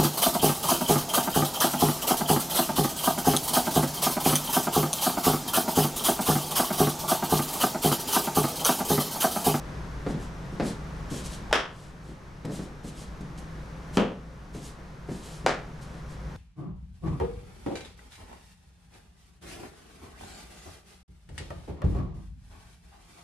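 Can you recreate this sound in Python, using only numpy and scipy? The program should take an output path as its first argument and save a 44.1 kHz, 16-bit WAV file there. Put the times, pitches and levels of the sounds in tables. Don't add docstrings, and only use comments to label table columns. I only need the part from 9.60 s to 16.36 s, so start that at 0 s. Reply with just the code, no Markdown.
import sys
import numpy as np
from scipy import signal
from scipy.fft import rfft, irfft
from scipy.io import wavfile
from scipy.ndimage import uniform_filter1d

SR = 44100
rng = np.random.default_rng(int(sys.argv[2]) if len(sys.argv) > 2 else 0)


def waveform_to_disk(signal):
    frames = np.transpose(np.atleast_2d(signal))
    scaled = np.clip(frames, -1, 1) * 32767
    samples = np.round(scaled).astype(np.int16)
    wavfile.write(sys.argv[1], SR, samples)


N = 298204
TIME = np.arange(N) / SR
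AGE = TIME[:SR // 2]
TOP_HZ = 15000

# start in seconds, thud level in dB, scuff level in dB, scuff length in seconds.
FOOTFALLS = [(.465, -25, -60, .02), (.543, -30.5, -66, .02), (.925, -36, -63, .03),
             (0.9993, -21.5, -60, .01), (1.512, -30, -44.5, 0.038), (2.488, -33.5, -66, .02),
             (2.848, -25.5, -39, .005), (2.894, -26, -62, 0.028), (2.991, -27, -59, .02),
             (3.244, -31.5, -48, 0.028), (3.413, -37, -51, 0.018), (3.606, -32.5, -50, .008),
             (3.777, -41.5, -46, 0.016), (4.948, -28, -45, 0.039), (5.488, -27, -58, .02),
             (5.51, -29.5, -50, .03), (5.84, -31.5, -60, .01), (6.218, -54, -49, 0.023)]


def strikes(contact_s=0.001155, air_t60=0.026, snap_db=-19.5, snap_hz=(1100, 5500), room_t60=0.39):
    # start in
    # seconds, level in dB, crackle in dB, air resonance in Hz, pop in dB, low cut in Hz, room in dB.
    contacts = [(1.912, -37, 7, 820, 14, 500, -14), (1.9275, -9, 26, 614, 0, 453, 0.5),
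                (4.3718, -7.5, 4, 443, -21, 70.4, 3), (5.8629, -13.5, 10, 746, 2.5, 464, -2)]
    # frequency in Hz, gain in dB.
    open_palm = [(40, -35), (110, -28), (230, -4.5), (420, 0), (600, -0.5), (870, -3), (1130, 0),
                 (1450, -0.5), (1750, -1), (2300, -8), (3250, -4.5), (4300, -17), (5400, -10.5),
                 (6500, -20.5), (10000, -26.5), (15000, -43)]
    trunk = [(60, -8), (125, -8), (195, 10.5), (340, -1.5), (460, 4), (800, -7.5), (1250, -10),
             (2000, -18.5), (3100, -15.5), (3900, -27), (6500, -32.5), (10000, -42), (15000, -55)]
    cupped_palm = [(40, -44), (120, -5), (220, -3.5), (480, 1), (730, 0), (960, -6.5), (1300, -3),
                   (2100, -7.5), (3100, -15), (4500, -17), (7500, -23), (11000, -35), (15000, -60)]
    out, pulse = np.zeros((2, N)), unit_burst(1. * (AGE == 0))
    for contact, spectrum in zip(contacts, (open_palm, open_palm, trunk, cupped_palm)):
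        start, db, crackle_db, air_hz, pop_db, low_hz, room_db = contact
        slap = unit_burst(colour(pulse + undb(crackle_db) * patter(contact_s), spectrum))
        snap = undb(snap_db) * unit_burst(band(pulse, *snap_hz))
        ringing = np.sin(2 * np.pi * air_hz * AGE) * np.exp(-np.log(1000) * AGE / air_t60)
        pop = undb(pop_db) * unit_burst(ringing)
        direct = unit_burst(early_reflections(band(slap + snap + pop, low_hz, TOP_HZ)))
        room = unit_burst(reverberation(colour(pulse, spectrum), room_t60))
        add(out, start, undb(db) * unit_burst(direct + undb(room_db) * room))
    return out


def feet(firm_db=-23, roll_s=0.00373, room_db=1, room_t60=0.43):
    # frequency in Hz, gain in dB.
    foam = [(25, -41), (50, -25), (110, -8.5), (165, 2.5), (240, -0.5), (420, -6.5), (750, -16.5),
            (1100, -24.5), (2000, -27.5), (3000, -39), (4500, -38), (9000, -59), (15000, -68)]
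    out, heel = np.zeros((2, N)), unit_burst(1. * (AGE == 0))
    for start, db, _, _ in FOOTFALLS:
        softer_db = firm_db - db
        tilt = 0.5 - 0.31 * softer_db
        sole = undb(2.5 + 0.97 * softer_db) * patter(roll_s)
        thud = unit_burst(early_reflections(colour(heel + sole, foam, tilt)))
        room = unit_burst(reverberation(colour(heel, foam, tilt), room_t60))
        add(out, start, undb(db) * unit_burst(thud + undb(room_db) * room))
    return out


def swishes(brisk_db=-47, scuff_lag_s=0.004, scuff_tilt=0.1, grain_db=2.5, room_db=-6, room_t60=0.35):
    # peak time in seconds, level in dB, half length in seconds.
    rubs = [(0.506, -48.5, 0.022), (0.627, -49, .024), (1.074, -42, 0.028), (1.573, -43.5, .036),
            (1.661, -41, 0.014), (1.734, -44, 0.023), (2.21, -48.5, 0.065), (2.479, -50, 0.039),
            (2.952, -41.5, 0.029), (3.034, -47, 0.021), (3.284, -43.5, 0.014), (3.399, -45.5, 0.036),
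            (4.355, -44, 0.015), (5.057, -42.5, 0.031), (5.561, -46.5, 0.048), (5.66, -44, .028),
            (5.737, -46, 0.048), (6.345, -53, 0.045), (6.519, -50, .024)]
    # frequency in Hz, gain in dB.
    cotton = [(500, 8), (1500, -7.5), (3000, 1.5), (5000, 0.5), (8000, 0.5), (10500, -4), (13000, -14.5),
              (15500, -33)]
    out, middle = np.zeros((1, N)), AGE.mean()
    moves = [(peak, db, half, half, -0.5 + 0.27 * (db - brisk_db)) for peak, db, half in rubs]
    scuffs = [(start + scuff_lag_s, db, 0.28 * length, length, scuff_tilt)
              for start, _, db, length in FOOTFALLS]
    for peak, db, rise_s, fall_s, tilt in moves + scuffs:
        grains = rng.standard_normal(len(AGE)) * flicker(grain_db, samples=16)
        swell = np.exp(-((AGE - middle) / np.where(AGE < middle, rise_s, fall_s)) ** 2 / 2)
        add(out, peak - middle, undb(db) * swell * unit(colour(grains, cotton, tilt))[None])
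    return out + undb(room_db) * reverberation(out[0], room_t60)


def ventilation(air_db=-38.5, sway_db=0.37):
    # frequency in Hz, gain in dB.
    air_spectrum = [(25, -5.5), (45, 1.5), (80, -8.5), (150, -1.5), (230, -12), (370, -14.5), (520, -17.5),
                    (700, -19.5), (1050, -19.5), (1700, -24), (2800, -33), (4700, -36.5), (6000, -36.5),
                    (7200, -42.5), (10000, -46), (15000, -57.5)]
    # frequency in Hz, side relative to mid in dB.
    air_width = [(60, -20), (110, -22), (200, -12.5), (380, -8), (700, -6.5), (1290, -2.5), (2380, -3.5),
                 (4400, -7.5), (8120, -7), (15000, -23)]
    # frequency in Hz, level in dB, unsteadiness from 0 to 1.
    hum_tones = [(36.7, -52.5, 0.47), (54.5, -50.5, 0.18), (58.8, -44, 1), (143.8, -50, 0.4),
                 (161.1, -47, 0.72), (186.1, -52.5, 1), (522, -60.5, 0.92)]
    mid, side = (colour(rng.standard_normal(N), air_spectrum) for _ in range(2))
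    air = unit(stereo(mid, side, air_width)) * undb(air_db + sway_db * drift(5.2))
    hum = 0
    for hz, db, unsteady in hum_tones:
        phase = 2 * np.pi * (hz * TIME + rng.random())
        wavering = drift(12) * np.cos(phase) + drift(12) * np.sin(phase)
        hum = hum + undb(db) * unit((1 - unsteady) * np.cos(phase) + unsteady * wavering)
    return air + hum


def early_reflections(x, scatter=0.06, cutoff_hz=6000):
    # delay in seconds, gain as a factor.
    echoes = [(.0022, 0.14), (.0056, 0.24), (.0072, 0.49), (0.0099, .25), (0.0285, 0.26)]
    dulled = signal.sosfilt(signal.butter(1, cutoff_hz, fs=SR, output="sos"), x)
    lags = [int(abs(delay * SR * (1 + scatter * rng.standard_normal()))) for delay, _ in echoes]
    return x + sum(gain * np.pad(dulled, (lag, 0))[:len(x)] for lag, (_, gain) in zip(lags, echoes))


def reverberation(x, t60):
    # frequency in Hz, side relative to mid in dB.
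    room_width = [(60, -5), (200, -19), (500, -10), (1100, -6.5), (3000, -7), (8000, -5), (12000, -12)]
    response = stereo(room_tail(t60), room_tail(t60), room_width)
    return signal.fftconvolve(x[None], response, axes=1)[:, :len(x)]


def room_tail(t60, treble_hz=4700, build_s=0.0096, clump_db=1.5):
    hz, seconds, cells = signal.stft(rng.standard_normal(len(AGE)), SR, nperseg=1024)
    decay_rate = np.log(1000) / t60
    treble_loss = np.sqrt(1 + (hz[:, None] / treble_hz) ** 2 / 2) - 1
    evened = cells / np.sqrt(np.abs(cells))
    tail = signal.istft(evened * np.exp(-decay_rate * treble_loss * seconds), SR)[1][:len(AGE)]
    envelope = (1 - np.exp(-AGE / build_s)) * np.exp(-decay_rate * AGE)
    tail = tail * flicker(clump_db, samples=90) * envelope
    return tail / np.linalg.norm(tail)


def patter(length_s, passes=3):
    swell = AGE / length_s * np.exp(-AGE / length_s)
    burst = rng.standard_normal(len(AGE)) * swell
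    for _ in range(passes):
        flat_spectrum = np.exp(1j * np.angle(rfft(burst)))
        burst = irfft(flat_spectrum, len(AGE)) * np.sqrt(swell)
    return unit_burst(burst)


def flicker(depth_db, samples):
    return undb(depth_db * unit(uniform_filter1d(rng.standard_normal(len(AGE)), size=samples)))


def drift(rate):
    knots = signal.resample(rng.standard_normal(200), 2000)
    return np.interp(TIME * rate * 10, np.arange(len(knots)), knots)


def colour(x, points, tilt=0):
    size = 4096
    octave = np.log2(np.maximum(np.fft.rfftfreq(size, 1 / SR), 20))
    hz, db = np.transpose(points)
    log_gain = np.log(undb(np.interp(octave, np.log2(hz), db) + tilt * octave))
    cepstrum = irfft(log_gain)[:size // 2]
    cepstrum[1:] *= 2
    response = irfft(np.exp(rfft(cepstrum, size)))
    return signal.oaconvolve(x, response)[:len(x)]


def band(x, low_hz, high_hz):
    return signal.sosfilt(signal.butter(2, [low_hz, high_hz], "band", fs=SR, output="sos"), x)


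def stereo(mid, side, width):
    side = colour(side, width)
    return np.array([mid + side, mid - side])


def undb(db):
    return 10 ** (np.asarray(db) / 20)


def unit(x):
    return x / np.sqrt(np.mean(x ** 2))


def unit_burst(x):
    return unit(x) * np.sqrt(.03 * SR / x.shape[-1])


def add(out, start_s, sound):
    start = int(start_s * SR)
    out[:, start:start + sound.shape[1]] += sound[:, :N - start]


def scene(left_db=0.37):
    return (strikes() + feet() + swishes() + ventilation()) * undb([[left_db], [-left_db]])


def record(dry, ceiling_db=-14.5, recovery_db_per_s=2.5, window_s=0.0061, full_scale=0.76):
    power = uniform_filter1d(np.mean(dry ** 2, axis=0), int(window_s * SR))
    excess_db = np.maximum(10 * np.log10(np.abs(power) + 1e-12) - ceiling_db, 0)
    recovery_db = recovery_db_per_s * TIME
    duck_db = np.maximum.accumulate(excess_db + recovery_db) - recovery_db
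    rounded = full_scale * np.tanh(dry * undb(-duck_db) / full_scale)
    return signal.sosfilt(signal.ellip(8, .2, 70, TOP_HZ, fs=SR, output="sos"), rounded)


dry = scene()
out = record(dry)
waveform_to_disk(out)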